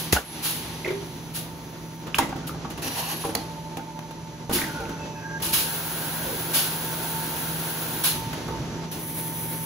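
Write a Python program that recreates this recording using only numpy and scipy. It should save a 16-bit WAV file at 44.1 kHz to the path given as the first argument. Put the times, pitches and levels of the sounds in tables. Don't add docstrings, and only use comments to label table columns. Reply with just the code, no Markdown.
import sys
import numpy as np
from scipy import signal
from scipy.fft import rfft, irfft, next_fast_len
from scipy.io import wavfile
from scipy.ndimage import uniform_filter1d, minimum_filter1d

SR = 44100
rng = np.random.default_rng(int(sys.argv[2]) if len(sys.argv) > 2 else 0)


def dump(signal):
    limited = np.clip(np.atleast_2d(signal).T, -1, 1)
    pcm = np.round(limited * 32767).astype(np.int16)
    wavfile.write(sys.argv[1], SR, pcm)


N = 425565
FFT_SIZE, CUTOFF_HZ = next_fast_len(N), 15650
TIME, FREQ = np.arange(N) / SR, np.fft.rfftfreq(FFT_SIZE, 1 / SR)


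def from_db(db):
    return np.exp(np.asarray(db) * (np.log(10) / 20))


def unit_rms(x):
    return x / np.sqrt(np.mean(x ** 2) + 1e-20)


def in_time(rows):
    times_s, *columns = np.transpose(rows)
    return [np.interp(TIME, times_s, column) for column in columns]


def at_hz(points):
    hz, value = np.transpose(points)
    return np.interp(np.log(FREQ + 1), np.log(hz), value)


def band(low_hz, high_hz, order=4):
    return 1 / np.sqrt((1 + (low_hz / (FREQ + 1)) ** (2 * order)) * (1 + (FREQ / high_hz) ** (2 * order)))


def drift(rate_hz, size=N):
    knots = np.clip(rng.standard_normal(int(2 * rate_hz * size / SR) + 2), -2, 2)
    return unit_rms(np.interp(TIME[:size] * 2 * rate_hz, np.arange(len(knots)), knots))


# (frequency [Hz], correlation [ratio])
CORRELATION = [(60, 1), (130, 0.94), (290, 0.95), (640, 0.74), (1400, 0.31), (3100, 0.15), (5000, 0.026),
               (7000, 0.72)]

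def noise(gain):
    alike = np.clip(at_hz(CORRELATION), -1, 1)
    mid, side = rfft(rng.standard_normal((2, FFT_SIZE), dtype=np.float32))
    mid, side = mid * gain * np.sqrt(1 + alike), side * gain * np.sqrt(1 - alike)
    return unit_rms(irfft(np.array([mid + side, mid - side]), FFT_SIZE)[:, :N])


def gate(rows):
    power = np.zeros(N)
    for on_s, off_s, db, rise_s, decay_s in rows:
        span = slice(max(int(on_s * SR), 0), int((off_s + 10 * decay_s) * SR))
        rise = np.clip((TIME[span] - on_s) / rise_s, 0, 1)
        fall = np.exp(-np.maximum(TIME[span] - off_s, 0) / decay_s)
        power[span] += (from_db(db) * rise * fall) ** 2
    return np.sqrt(power)


def tones(partials, waver_db, waver_hz, spread_rad, jitter_rad=0.33):
    out = 0
    for hz, db in partials:
        phase = 2 * np.pi * (hz * TIME + rng.random()) + jitter_rad * drift(waver_hz)
        level = np.sqrt(2) * from_db(db + waver_db * drift(waver_hz))
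        out = out + level * np.sin(phase + [[-spread_rad / 2], [spread_rad / 2]])
    return out


def glides(rows, edge_s=0.0089):
    out = np.zeros((2, N))
    for start_s, end_s, start_hz, end_hz, db, width_hz in rows:
        size, first = max(int((end_s - start_s) * SR), 100), int(start_s * SR)
        age = TIME[:size]
        phase = 2 * np.pi * np.cumsum(np.linspace(start_hz, end_hz, size)) / SR
        swell = np.minimum(np.minimum(age, age[::-1]) / edge_s, 1)
        unsteady = drift(width_hz, size) + 1j * drift(width_hz, size)
        resonance = np.real(unsteady * np.exp(1j * (phase + [[0], [1]])))
        out[:, first:first + size] += from_db(db) * swell * resonance
    return out


# (frequency [Hz], relative level [dB])
HALL_SPECTRUM = [(25, -93), (55, -69), (90, -68.5), (130, -67.5), (280, -65.5), (450, -104), (800, -68),
                 (1300, -84), (2200, -78.5), (4200, -78), (7000, -89), (11000, -82.5), (15000, -91.5)]
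# (on [s], off [s], level [dB], rise [s], decay [s])
BLEEDS = [(-.1, .7, -39, .1, 0.45), (2.6, 3.4, -48.5, 0.51, 0.68), (4.55, 4.75, -43, 0.1, 0.18),
          (5.5, 8.3, -41.5, 0.27, 0.32)]
CARRIAGE_STROKES = [(.4, 1.5, -47, 0.073, 0.73), (2.0, 2.85, -41, 0.17, 0.16),
                    (3.25, 3.45, -42.5, 0.033, 0.22), (4.5, 5.1, -41.5, 0.054, 0.1),
                    (5.38, 5.5, -40.5, 0.035, 0.15), (6.1, 6.38, -41.5, 0.19, 0.092),
                    (6.6, 7.8, -49.5, 0.21, 0.81), (8.12, 8.75, -39, 0.044, 0.42), (9.35, 9.6, -55, .1, .1)]

def hall_noise(low_db=-47.5, high_db=-54.5, shudder_db=-0.5):
    colour = from_db(at_hz(HALL_SPECTRUM))
    shudder = from_db(shudder_db) * gate(CARRIAGE_STROKES)
    low = np.hypot(from_db(low_db), shudder) * noise(colour * band(39, 198))
    high = np.hypot(from_db(high_db), gate(BLEEDS)) * noise(colour * band(870, CUTOFF_HZ))
    return low + high


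# (time [s], hum [dB], whine [dB])
EFFORT = [(0, -37, -47), (1.4, -38.5, -46.5), (2.4, -39.5, -47), (3.3, -38, -46), (4.0, -39.5, -41.5),
          (4.15, -39.5, -46), (4.4, -38.5, -49), (4.6, -38, -42.5), (6.5, -35, -43), (8.3, -35, -45),
          (8.6, -33, -45), (8.85, -36, -44.5), (9.65, -33.5, -38)]
# (frequency [Hz], relative level [dB])
RUMBLE_SPECTRUM = [(90, -31), (170, -20), (230, -1), (305, 5), (450, -2.5), (800, -7.5), (1400, -11),
                   (2500, -16), (5000, -18)]

def rumble(idle_trim_db=-5, lumpy_db=1.4):
    hum_db, _ = in_time(EFFORT)
    motion = np.hypot(from_db(hum_db + idle_trim_db), gate(CARRIAGE_STROKES))
    lumps = from_db(lumpy_db * drift(16))
    return motion * lumps * noise(from_db(at_hz(RUMBLE_SPECTRUM)) * band(90, 6300))


# (frequency [Hz], relative level [dB])
MOTOR_PARTIALS = [(162.3, -1.5), (144.8, -11), (116.7, -12), (233.5, -11.5), (349, -17)]

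def motor(trim_db=-2.1):
    hum_db, _ = in_time(EFFORT)
    hum = tones(MOTOR_PARTIALS, waver_db=1.5, waver_hz=4.6, spread_rad=0.37, jitter_rad=0.043)
    load_note = tones([(117.6, 0)], waver_db=0, waver_hz=6.6, spread_rad=.3)
    return from_db(hum_db + trim_db) * hum + gate([(9.3, 9.7, -40, .3, .1)]) * load_note


# (frequency [Hz], idle [dB], loaded [dB])
SWITCHING_TONES = [(4050, -69, -70), (4170, -69, -72), (5225, -71, -71), (5883, -69, -62), (5960, -65, -55),
                   (6040, -63, -67), (6120, -62.5, -57.5), (6702, -68, -69), (12040, -68, -66)]

def inverter(idle_effort_db=-38.5, full_effort_db=-38):
    hum_db, _ = in_time(EFFORT)
    load = np.clip((hum_db - idle_effort_db) / (full_effort_db - idle_effort_db), 0, 1)
    out = 0
    for hz, idle_db, loaded_db in SWITCHING_TONES:
        tone = tones([(hz, 0)], waver_db=2, waver_hz=6, spread_rad=1.2, jitter_rad=0.4)
        out = out + from_db(idle_db + load * (loaded_db - idle_db)) * tone
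    return out


# (on [s], off [s], level [dB], rise [s], decay [s])
WHINE_SURGES = [(6.8, 7.36, -44.5, .06, .08), (7.1, 7.19, -39.5, .05, .08),
                (8.15, 8.35, -41.5, 0.028, .015), (8.49, 8.56, -36.5, .04, .03),
                (8.72, 9.1, -47.5, 0.081, 0.085)]
# (on [s], off [s], level [dB], slip [Hz])
SECOND_PUMP = [(3.28, 4.02, -44, 13.0), (4.04, 4.46, -51, 13.0), (4.52, 5.52, -43.5, 12.1)]

def pumps(whine_hz=898.5, trim_db=-4, waver_db=1.45, jitter_rad=0.16, rise_s=0.014, decay_s=0.039):
    _, whine_db = in_time(EFFORT)
    level = np.hypot(from_db(whine_db + trim_db), gate(WHINE_SURGES))
    phase = 2 * np.pi * whine_hz * TIME + jitter_rad * drift(7) + [[-0.43], [0.43]]
    whine = np.sqrt(2) * from_db(waver_db * drift(7)) * np.sin(phase)
    side_note = tones([(975, -12)], waver_db=3.5, waver_hz=7.4, spread_rad=0.67)
    out = level * (whine + side_note)
    low_note = tones([(591.5, -7)], waver_db=1.5, waver_hz=6, spread_rad=0.49, jitter_rad=.15)
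    for on_s, off_s, db, slip_hz in SECOND_PUMP:
        second_whine = np.sqrt(2) * np.sin(phase - 2 * np.pi * slip_hz * (TIME - on_s))
        out += gate([(on_s, off_s, db, rise_s, decay_s)]) * (second_whine + low_note)
    return out


# (start [s], end [s], from [Hz], to [Hz], level [dB], width [Hz])
SLIDE_SQUEALS = [(4.55, 4.66, 1900, 1800, -43, 700), (4.66, 4.73, 1570, 1480, -40, 110),
                 (4.74, 4.86, 1490, 1410, -40.5, 100), (4.86, 5.02, 1530, 1440, -48, 180),
                 (4.98, 5.06, 2630, 2610, -48, 60), (5.06, 5.24, 2620, 2580, -55, 110),
                 (5.15, 5.39, 1590, 1640, -49, 120), (5.21, 5.39, 1600, 1630, -39.5, 45),
                 (6.17, 6.27, 650, 560, -44, 50), (6.25, 6.36, 530, 490, -39, 45),
                 (6.33, 6.42, 420, 390, -40, 50)]

def slides():
    return glides(SLIDE_SQUEALS)


BAND_EDGES_HZ = [200, 600, 1500, 3800, 16000]

def knocks(hits, bands_db, rise_share=0.19, trim_db=1.5):
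    out, age = np.zeros((2, N)), TIME[:SR // 4]
    for k, (low_hz, high_hz) in enumerate(zip(BAND_EDGES_HZ, BAND_EDGES_HZ[1:])):
        modes = noise(band(low_hz, high_hz, order=6))
        above_middle = k - (len(bands_db) - 1) / 2
        for time_s, db, tilt_db, decay_s in hits:
            span = slice(int(time_s * SR), int(time_s * SR) + len(age))
            shape = (1 - np.exp(-age / (rise_share * decay_s))) * np.exp(-age / decay_s)
            level = from_db(db + bands_db[k] + tilt_db * above_middle + trim_db)
            out[:, span] += level * unit_rms(modes[:, span] * shape) * np.sqrt(np.mean(shape ** 2))
    return out


def part_knocks(hits, bands_db, decay_s):
    return knocks([(time_s, db, 0, decay_s) for time_s, db, *_ in hits], bands_db)


def struck(hits, modes, detune=0, falloff_db_per_octave=11):
    out, age = np.zeros((2, N)), TIME[:SR // 2]
    for time_s, db, decay_s, favoured_hz in hits:
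        span = slice(int(time_s * SR), int(time_s * SR) + len(age))
        rattle = rng.standard_normal(len(age)) * np.exp(-age / decay_s)
        for hz, mode_db, t60_s in modes:
            shifted_hz = hz * (1 + detune * rng.uniform(-1, 1))
            stereo_rad = rng.normal(0, 0.18 + hz / 4000, (2, 1))
            ring = np.sin(2 * np.pi * shifted_hz * age + stereo_rad) * from_db(-60 * age / t60_s)
            swing = signal.fftconvolve(rattle[None], ring, axes=1)[:, :len(age)]
            level = from_db(db + mode_db - falloff_db_per_octave * abs(np.log2(hz / favoured_hz)))
            out[:, span] += level * swing / np.abs(swing).max()
    return out


# (time [s], level [dB], rattle decay [s], favoured pitch [Hz])
GUIDE_HITS = [(.85, -26, .012, 570), (.876, -22, .005, 400), (.905, -23.5, .006, 388),
              (.95, -32, .008, 370)]
# (frequency [Hz], level [dB], t60 [s])
BOTTLE_MODES = [(290, -9, .25), (370, -5, .32), (398, -1, .26), (510, -7, .09), (619, -5, .13),
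                (899, -9, .15)]

def bottle_knocks():
    ring = struck(GUIDE_HITS, BOTTLE_MODES)
    return ring + part_knocks(GUIDE_HITS, bands_db=[-14, -14, -13.5, -20], decay_s=0.014)


# (time [s], level [dB], pitch [Hz])
WALL_TAPS = [(2.188, -19, 805), (2.326, -29.5, 773), (2.324, -37, 1450), (2.44, -38, 1470),
             (2.493, -31.5, 1210), (2.545, -34, 810), (2.647, -32, 1150), (2.65, -35, 845),
             (3.239, -29, 1010), (3.352, -26.5, 710), (3.773, -34, 810), (3.794, -38, 1450),
             (4.495, -38, 810), (4.752, -37, 975), (8.485, -35, 1140), (8.51, -34, 550)]
# (frequency / pitch [ratio], level [dB], t60 [s])
WALL_MODES = [(1, 0, 0.072), (1.1, -0.5, 0.07), (0.8, -16, .03)]

def bottle_taps(contact_s=.0015):
    ring = 0
    for time_s, db, hz in WALL_TAPS:
        modes = [(hz * ratio, mode_db, t60_s) for ratio, mode_db, t60_s in WALL_MODES]
        ring = ring + struck([(time_s, db, contact_s, hz)], modes)
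    return ring + part_knocks(WALL_TAPS, bands_db=[-25, -8.5, -15, -26], decay_s=0.0096)


# (time [s], level [dB], decay [s], low edge # [Hz], high edge [Hz])
LATCH_SNAPS = [(.845, -24, .004, 1950, 2650), (.856, -26.5, .007, 1750, 2200),
               (.881, -28, .008, 2000, 2400), (2.1438, -10, .0016, 1650, 3450),
               (2.1438, -20, .002, 1000, 1700), (2.184, -15, .006, 750, 1150),
               (2.205, -30, .02, 1950, 2200), (3.3505, -17.5, .0023, 4050, 4700),
               (4.585, -28, .005, 1350, 2600), (4.615, -23, .005, 1300, 2450),
               (4.638, -26.5, .005, 1350, 2000), (4.853, -37, .004, 2000, 3000)]

def latches(rise_s=0.00042, ring_db=-19, ring_s=0.0078):
    out, age = np.zeros((2, N)), TIME[:SR // 8]
    for time_s, db, decay_s, low_hz, high_hz in LATCH_SNAPS:
        span = slice(int(time_s * SR), int(time_s * SR) + len(age))
        fall = np.exp(-age / decay_s) + from_db(ring_db) * np.exp(-age / ring_s)
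        shape = (1 - np.exp(-age / rise_s)) * fall
        contact = shape * (rng.standard_normal(len(age)) + .5 * rng.standard_normal((2, len(age))))
        modes = signal.sosfilt(signal.butter(6, [low_hz, high_hz], "band", fs=SR, output="sos"), contact)
        out[:, span] += from_db(db) * unit_rms(modes) * np.sqrt(np.mean(shape ** 2))
    return out


# (time [s], level [dB], tilt [dB/band], decay [s])
LINKAGE_CLACKS = [(2.066, -37, -3, .018), (2.1445, -41, 9.5, 0.018), (2.184, -17.5, 3, 0.0061),
                  (2.194, -37, 1, 0.029), (2.7, -40, 3.5, 0.017), (2.775, -37, 0, 0.012),
                  (3.3506, -24, 7, 0.0035), (3.77, -33.5, 1.5, 0.0047), (3.99, -32.5, -2, 0.0033),
                  (4.108, -40, -1, .0095), (4.55, -34.5, 5, 0.063), (5.398, -40, 0, 0.02),
                  (8.329, -33, 0.5, 0.011)]
STEEL_DB = [-4.5, 0.5, -1.2, -1.5]

def linkages():
    return knocks(LINKAGE_CLACKS, STEEL_DB)


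def jet(rows, spectrum, flutter_db):
    ripple_db = np.interp(FREQ, np.linspace(0, SR / 2, num=900), rng.standard_normal(900))
    gain = from_db(at_hz(spectrum) + ripple_db) * band(0.67 * spectrum[0][0], SR / 2, order=3)
    return gate(rows) * noise(gain) * from_db(flutter_db * drift(25))


# (open [s], close [s], level [dB], rise [s], decay [s])
VALVE_DUMPS = [(-.05, -.01, -25, .01, 0.049), (.42, .45, -20, 0.044, 0.081),
               (1.335, 1.375, -28.5, 0.026, 0.046), (2.468, 2.48, -29.5, 0.0067, 0.016),
               (4.522, 4.56, -21.5, 0.012, 0.048), (5.418, 5.465, -25, 0.0076, 0.067),
               (5.52, 5.555, -18, 0.018, 0.083), (6.53, 6.585, -19, 0.016, 0.074),
               (8.036, 8.06, -17, 0.0036, 0.051), (8.912, 8.928, -33, 0.0051, 0.045)]
CYLINDER_VENTS = [(2.815, 2.87, -31.5, 0.0099, 0.17), (2.92, 3.12, -32.5, 0.074, 0.14)]
# (frequency [Hz], relative level [dB])
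DUMP_SPECTRUM = [(700, -74), (1500, -67), (2000, -70), (2800, -63), (4200, -63), (5400, -66), (7200, -68),
                 (9000, -62), (11500, -60), (15000, -63)]
VENT_SPECTRUM = [(650, -71), (950, -66), (1250, -79), (1700, -71), (2200, -76), (2850, -70.5), (3500, -74),
                 (4300, -72), (5100, -76), (5800, -74), (7200, -79), (10000, -73), (12500, -72),
                 (15000, -80)]

def exhausts():
    blasts = jet(VALVE_DUMPS, DUMP_SPECTRUM, flutter_db=0.8)
    return blasts + jet(CYLINDER_VENTS, VENT_SPECTRUM, flutter_db=1.7)


# (start [s], end [s], from [Hz], to [Hz], level [dB], width [Hz])
PORT_GLIDES = [(.24, .36, 11000, 10900, -41, 500), (2.84, 3.04, 13000, 12600, -40, 500),
               (3.04, 3.12, 12300, 11600, -41, 450), (3.11, 3.19, 11600, 11200, -38.5, 380),
               (3.19, 3.28, 11100, 10200, -40, 400), (3.28, 3.32, 10100, 9700, -45, 400)]
PIPE_GLIDES = [(2.82, 2.9, 2620, 2720, -43, 180), (2.99, 3.15, 2900, 2820, -44.5, 260),
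               (2.82, 2.92, 4250, 4150, -45, 350), (3.03, 3.18, 4350, 4280, -46.5, 350),
               (2.82, 2.95, 5850, 5790, -45, 110), (2.95, 3.14, 980, 920, -42, 220),
               (8.04, 8.13, 4250, 4230, -40, 200), (5.6, 8.05, 1420, 1440, -49, 130),
               (5.6, 8.05, 1630, 1620, -51, 90)]

def air_resonances():
    return glides(PORT_GLIDES) + glides(PIPE_GLIDES)


# (open [s], close [s], level [dB], rise [s], decay [s])
BLOWS = [(5.5, 8.07, -29, 0.22, 0.11)]
SEEPS = [(.22, .42, -51, 0.022, 0.2), (.95, 2.03, -52.5, .1, .03), (8.92, 9.7, -32, 0.15, .05)]
# (frequency [Hz], relative level [dB])
BLOW_SPECTRUM = [(450, -67), (750, -68), (980, -66), (1150, -73), (1420, -68), (1640, -69), (1900, -74),
                 (2400, -75), (3300, -72), (4200, -74), (5300, -77.5), (7200, -76.5), (9500, -69.5),
                 (12000, -69.5), (15000, -65.5)]
SEEP_SPECTRUM = [(1300, -89), (1800, -79), (2300, -78), (2800, -84), (3400, -79), (4500, -86), (7000, -86),
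                 (9500, -72), (11500, -71), (15000, -72)]
PIN_PARTIALS = [(10036, -22.5), (10118, -24), (10594, -24.5), (11128, -23), (12033, -22), (15407, -24)]

def blow_pins():
    blow = jet(BLOWS, BLOW_SPECTRUM, flutter_db=0.7)
    whistles = gate(BLOWS) * tones(PIN_PARTIALS, waver_db=2, waver_hz=14, spread_rad=.5, jitter_rad=1)
    return blow + whistles + jet(SEEPS, SEEP_SPECTRUM, flutter_db=1.4)


# (time [s], level [dB], rattle decay [s], favoured pitch [Hz])
STOP_HITS = [(2.189, -22.5, 0.005, 302), (2.222, -25.5, 0.018, 230), (2.288, -29, 0.0062, 260),
             (2.358, -31.5, 0.03, 272), (2.79, -30, 0.0038, 213), (2.86, -30.5, .004, 320),
             (3.247, -22.5, 0.0094, 480), (3.29, -27, .004, 380), (3.356, -26.5, 0.0054, 420),
             (3.772, -30, 0.0055, 340), (4.494, -22.5, 0.0074, 450), (4.51, -23.5, 0.045, 280),
             (4.62, -28.5, 0.03, 300), (4.8, -29, .018, 560), (4.89, -28.5, 0.015, 320),
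             (8.48, -29, 0.055, 437)]
# (frequency [Hz], level [dB], t60 [s])
MOULD_MODES = [(220, -6, 0.37), (281.8, -2, 0.25), (332.5, -2.5, 0.21), (455, -1.5, 0.1), (564, -11, 0.18),
               (795, -0.5, 0.12)]

def mould_stops():
    ring = struck(STOP_HITS, MOULD_MODES, detune=.05)
    return ring + part_knocks(STOP_HITS, bands_db=[-7.5, -9.5, -14, -13], decay_s=0.014)


# (time [s], frequency [Hz], level [dB], decay [s])
HARD_BLOWS = [(.1294, 210, -.5, .0065), (.128, 115, -3, .007), (.1365, 64, -3.5, .018),
              (.129, 560, -4.5, .004), (.1275, 1950, -1.5, .003), (.16, 260, -16, .012),
              (.1655, 800, -5.5, .005), (.1645, 1350, -4, .005), (.1695, 1480, -1.5, .006),
              (.1697, 2850, -10, .003), (.1712, 820, -3, .004), (.183, 1650, -17, .006),
              (.186, 820, -17, .006), (8.268, 150, -23, .025), (8.595, 138, -23, .03)]

def thumps(low_cut_hz=46):
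    out, age = np.zeros(N), TIME[:SR // 4]
    for time_s, hz, db, decay_s in HARD_BLOWS:
        first = int(time_s * SR)
        out[first:first + len(age)] += from_db(db) * np.sin(2 * np.pi * hz * age) * np.exp(-age / decay_s)
    return signal.sosfilt(signal.butter(4, low_cut_hz, "high", fs=SR, output="sos"), out)


# (time [s], level [dB], tilt [dB/band], decay [s])
CLOSING_HITS = [(0.126, -19, 9, 0.0036), (0.124, -12.5, 8, 0.021), (0.13, -8.5, -13.5, 0.0015),
                (0.147, -18, -1.5, 0.034), (0.164, -24, -5, 0.0091), (0.183, -30, -12, .004)]

def mould_bang():
    return knocks(CLOSING_HITS, STEEL_DB)


def reverb(x, t60_s=0.34, predelay_s=.006):
    age = TIME[:SR]
    echoes = noise(band(60, 6500, order=1))[:, :SR] * from_db(-60 * age / t60_s) * (age > predelay_s)
    return signal.fftconvolve(x, echoes / np.sqrt(np.sum(echoes ** 2) / 2), axes=1)[:, :N]


def scene(reverb_db=-9.5):
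    air = exhausts() + blow_pins() + air_resonances()
    clatter = bottle_knocks() + mould_stops() + latches() + linkages() + bottle_taps()
    action = air + clatter + slides()
    bang = mould_bang() + thumps()
    reflections = from_db(reverb_db) * reverb(action)
    drives = motor() + (inverter() + pumps()) * from_db([[-1.5], [1.5]])
    return (hall_noise() + rumble() + drives + action + reflections + bang) * from_db([[-.5], [.5]])


def limiter(x, threshold_db=-13, release_db_per_s=70, attack_s=0.00051, hold_s=0.037):
    level_db = 10 * np.log10(np.abs(uniform_filter1d(np.mean(x ** 2, axis=0), size=441)) + 1e-12)
    half = int(hold_s * SR / 2)
    held_db = -minimum_filter1d(np.minimum(threshold_db - level_db, 0), 2 * half + 1, origin=half)
    ramp_db = release_db_per_s * TIME
    cut_db = np.maximum.accumulate(held_db + ramp_db) - ramp_db
    pole = np.exp(-1 / (attack_s * SR))
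    return x * from_db(-signal.lfilter([1 - pole], [1, -pole], cut_db))


# (frequency [Hz], phase [turns])
TREBLE_PHASE = [(7000, -.7), (8500, -.5), (11150, 0), (13400, .5), (15400, .97)]

def record(dry):
    left, right = rfft(limiter(dry), FFT_SIZE)
    shared = np.clip((FREQ - 7000) / 1000, 0, 1)
    shifted_left = np.exp(2j * np.pi * at_hz(TREBLE_PHASE)) * left
    right = np.sqrt(1 - shared) * right + np.sqrt(shared) * shifted_left
    return irfft(np.array([left, right]) * band(1, CUTOFF_HZ, order=240), FFT_SIZE)[:, :N]


dry = scene()
out = record(dry)
dump(out)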